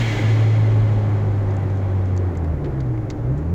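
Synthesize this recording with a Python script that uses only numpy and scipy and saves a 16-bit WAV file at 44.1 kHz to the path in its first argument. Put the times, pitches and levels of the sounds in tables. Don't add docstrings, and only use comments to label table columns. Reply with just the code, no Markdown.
import sys
import numpy as np
from scipy.fft import rfft, irfft, next_fast_len
from scipy.io import wavfile
from scipy.ndimage import map_coordinates

SR = 44100
rng = np.random.default_rng(int(sys.argv[2]) if len(sys.argv) > 2 else 0)


def put_to_file(sound):
    columns = np.atleast_2d(sound).T
    safe = np.clip(columns, -1, 1)
    whole_steps = np.round(safe * 32767)
    wavfile.write(sys.argv[1], SR, whole_steps.astype(np.int16))


N = 156114
TIME_S = np.arange(N) / SR


def amp(db):
    return 10 ** (np.asarray(db) / 20)


def unit(x):
    return x / np.sqrt(np.mean(x ** 2) + 1e-20)


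def curves(rows):
    times, *columns = np.transpose(rows)
    return [np.interp(TIME_S, times, column) for column in columns]


def wobble(rate):
    knots = rng.standard_normal(int(N * rate / SR) + 4)
    return map_coordinates(knots, [TIME_S * rate])


def gain_at(colour, hz):
    points_hz, db = np.transpose(colour)
    return amp(np.interp(np.log(hz + 1), np.log(points_hz + 1), db))


def filtered(x, response):
    size = next_fast_len(len(x) + 8192)
    return irfft(rfft(x, size) * response(np.fft.rfftfreq(size, 1 / SR)), size)[:len(x)]


def noise(colour):
    return unit(filtered(rng.standard_normal(N), lambda hz: gain_at(colour, hz)))


def ringing(modes):
    def response(hz):
        return sum((-1) ** k * amp(db) * 1j * hz * width / (centre ** 2 - hz ** 2 + 1j * hz * width)
                   for k, (centre, width, db) in enumerate(modes))
    return unit(filtered(rng.standard_normal(N), response))


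def burst(response, t60_s, attack_s=0.00059):
    t = np.arange(SR // 8) / SR
    envelope = amp(-60 * t / t60_s) * (1 - np.exp(-t / attack_s))
    return unit(filtered(rng.standard_normal(len(t)), response)) * envelope


def add(out, start_s, sound):
    out[round(start_s * SR):][:len(sound)] += sound


def microphone_hiss(level_db=-62.5):
    # frequency_hz, relative_db
    colour = [(500, 6.5), (3000, -2.5), (5500, -4.5), (7100, -2.5), (7900, -13), (9000, -12.5),
              (15000, -13.5)]
    return amp(level_db) * noise(colour)


def recorder_click(start_s=1.629, level_db=-45.5):
    # frequency_hz, relative_db
    colour = [(3000, -17), (8000, -1), (15000, 1.5)]
    out = np.zeros(N)
    add(out, start_s, amp(level_db) * burst(lambda hz: gain_at(colour, hz), t60_s=.006))
    return out


def gear_whine():
    # time_s, pitch_hz, level_db
    course = [(0, 372, -49), (1.1, 373.1, -43.5), (2.0, 357.1, -45.5), (2.55, 338, -45),
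              (2.95, 318.4, -36.5), (3.13, 302.2, -39), (3.54, 293.3, -51)]
    pitch_hz, level_db = curves(course)
    gain = np.sqrt(2) * amp(level_db + 3.2 * wobble(14))
    phase = 2 * np.pi * np.cumsum(pitch_hz) / SR
    return gain * np.sin(phase + 0.51 * wobble(15))


def tyres(level_db=-28, cabin_db=-42.5, corner_hz=497, fall_db_per_s=2.5):
    # frequency_hz, relative_db
    colour = [(8, -16.5), (20, -5.5), (40, 3.5), (70, -4.5), (135, 3.5), (200, -10), (250, -7), (295, -1),
              (330, -8.5), (365, -5), (470, -12), (550, -9.5), (670, -14.5), (790, -13.5), (1000, -19),
              (1400, -23), (2050, -28), (2800, -40.5), (4200, -49.5), (8000, -66)]
    # centre_hz, width_hz, relative_db
    cabin_modes = [(293.2, 27, -1.5), (549, 25, -4), (788, 35, -7.5), (858, 28, -13), (1071, 22, -11.5)]
    roll = noise(colour)
    low = filtered(roll, lambda hz: 1 / (1 + (hz / corner_hz) ** 4))
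    roar_db = 4 - fall_db_per_s * TIME_S + .5 * wobble(11)
    roar = (roll - low) * amp(roar_db)
    cabin = amp(cabin_db + roar_db) * ringing(cabin_modes)
    rumble = low * amp(.4 * wobble(11))
    return amp(level_db) * (rumble + roar) + cabin


def bumps(width_s=0.028):
    # peak_s, level_db
    jolts = [(.22, -29), (2.2, -32), (2.35, -32), (2.66, -28.5), (3.12, -30.5), (3.29, -33)]
    # frequency_hz, relative_db
    colour = [(40, -37.5), (90, -15), (135, -0.5), (220, -7.5), (295, -0.5), (380, -1), (470, -8.5),
              (600, -18.5), (1500, -41), (4000, -78.5)]
    swells = sum(amp(db) * np.exp(-.5 * ((TIME_S - peak_s) / width_s) ** 2) for peak_s, db in jolts)
    return noise(colour) * swells


def intake(air_db=-3, duct_db=-2, duct_fade_db_per_s=1.7):
    # time_s, gain_db
    fade = [(0, -29.5), (.15, -32), (.33, -37), (.53, -42), (.9, -46.5), (1.45, -53.5), (2.1, -54),
            (2.6, -67), (3.54, -67.5)]
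    # frequency_hz, relative_db
    colour = [(400, -21.5), (1000, -10), (1500, -6), (2150, 0), (2600, -7), (3300, -7), (3700, -10),
              (4300, -12), (5100, -16.5), (6800, -15), (7800, -23), (9000, -32.5), (15000, -35.5)]
    # centre_hz, width_hz, relative_db
    duct_modes = [(1610, 22, -8), (1725, 26, -2), (2009, 18, 2), (2066, 28, -1), (2150, 30, -5),
                  (2226, 18, -3), (2279, 16, -2), (2490, 45, -11), (2783, 30, -9), (3078, 28, -8),
                  (3315, 24, -5), (3860, 45, -14), (4197, 22, -9), (5160, 40, -20)]
    gain_db, = curves(fade)
    ducts = amp(duct_db - duct_fade_db_per_s * TIME_S) * ringing(duct_modes)
    air = amp(air_db) * noise(colour)
    return amp(gain_db + 0.38 * wobble(25)) * (air + ducts)


def trim_tick(centre_hz, t60_s, width_oct=.55, snap_db=-13):
    # frequency_hz, relative_db
    ring_colour = [(500, -3.5), (1300, -1), (2050, 12.5), (2600, -1), (3400, -5.5), (4600, -1.5),
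                   (5600, -3.5), (7200, -1), (8300, -15), (10000, -22.5), (15000, -27.5)]
    # frequency_hz, relative_db
    snap_colour = [(800, -8), (2000, 6), (3000, -0.5), (7000, 0), (9000, -8.5), (15000, -12)]

    def ring_response(hz):
        octaves_off = np.log2((hz + 1) / centre_hz)
        return gain_at(ring_colour, hz) / (1 + (octaves_off / width_oct) ** 2)
    ring = burst(ring_response, t60_s)
    snap = burst(lambda hz: gain_at(snap_colour, hz), t60_s=.018)
    return ring + amp(snap_db) * snap


def trim_rattles(chatter_db=-63.5):
    # start_s, ring_level_db, centre_hz, t60_s
    ticks = [(1.505, -51, 5000, .06), (1.566, -42.5, 6314, .02), (1.701, -56, 6500, .04),
             (1.772, -55.5, 6000, .08), (2.057, -48, 5500, 0.02), (2.165, -42.5, 6500, .016),
             (2.176, -37, 6100, .018), (2.351, -38.5, 2400, 0.037), (2.372, -44, 7200, 0.025),
             (2.445, -36, 1800, 0.032), (2.644, -42, 3100, .06), (2.657, -42.5, 2900, .05),
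             (2.804, -40.5, 4300, .03), (2.976, -45, 2616, .04), (3.101, -31.5, 4300, .042),
             (3.377, -53.5, 7500, .05), (3.388, -59, 7000, .03)]
    out = np.zeros(N + SR)
    chatter = [(rng.uniform(.6, 1.8), rng.normal(chatter_db, 3), 6500, .04) for _ in range(30)]
    for start_s, level_db, centre_hz, t60_s in ticks + chatter:
        add(out, start_s, amp(level_db) * trim_tick(centre_hz, t60_s))
    return out[:N]


def engine(waver_db=0.5):
    # time_s, firing_hz, firing_level_db, octave_level_db
    revs = [(0.0, 116.8, -18.5, -29.5), (0.14, 107.4, -24.5, -46.5), (0.26, 109.1, -15.5, -34.5),
            (0.5, 108.9, -14.4, -45.5), (0.8, 107.2, -15, -38), (1.05, 104.4, -18, -35),
            (1.35, 101.6, -18.5, -38.0), (1.6, 98.4, -21.5, -39), (1.9, 96.36, -19.5, -36.5),
            (2.24, 92.4, -19.5, -38), (2.36, 85.2, -25.5, -34.5), (2.5, 79.55, -20, -32),
            (2.66, 70.87, -34.5, -30.5), (2.82, 64.93, -30, -21), (2.97, 57.09, -42, -23),
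            (3.12, 50.5, -39, -31.5), (3.21, 57.0, -35, -25), (3.31, 64.9, -28, -18.5),
            (3.4, 75.86, -28, -31.5), (3.54, 89.1, -19, -26)]
    # multiple_of_firing_rate, level_db
    orders = [(1.25, -47), (1.5, -41), (2.5, -46), (3, -46), (3.5, -48.5), (4, -46.5), (5, -48)]
    firing_hz, firing_db, octave_db = curves(revs)
    phase = 2 * np.pi * np.cumsum(firing_hz) / SR

    def tone(order, db):
        return np.sqrt(2) * amp(db) * np.sin(order * phase + rng.uniform(0, 2 * np.pi))
    boom = tone(1, firing_db) + tone(2, octave_db)
    return boom + sum(tone(order, db + waver_db * wobble(12)) for order, db in orders)


def scene():
    return (gear_whine() + tyres() + bumps() + intake() + trim_rattles() + recorder_click()
            + engine())[None]


def record(dry):
    top_hz = 15800
    return filtered(dry[0] + microphone_hiss(), lambda hz: hz < top_hz)[None]


dry = scene()
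out = record(dry)
put_to_file(out)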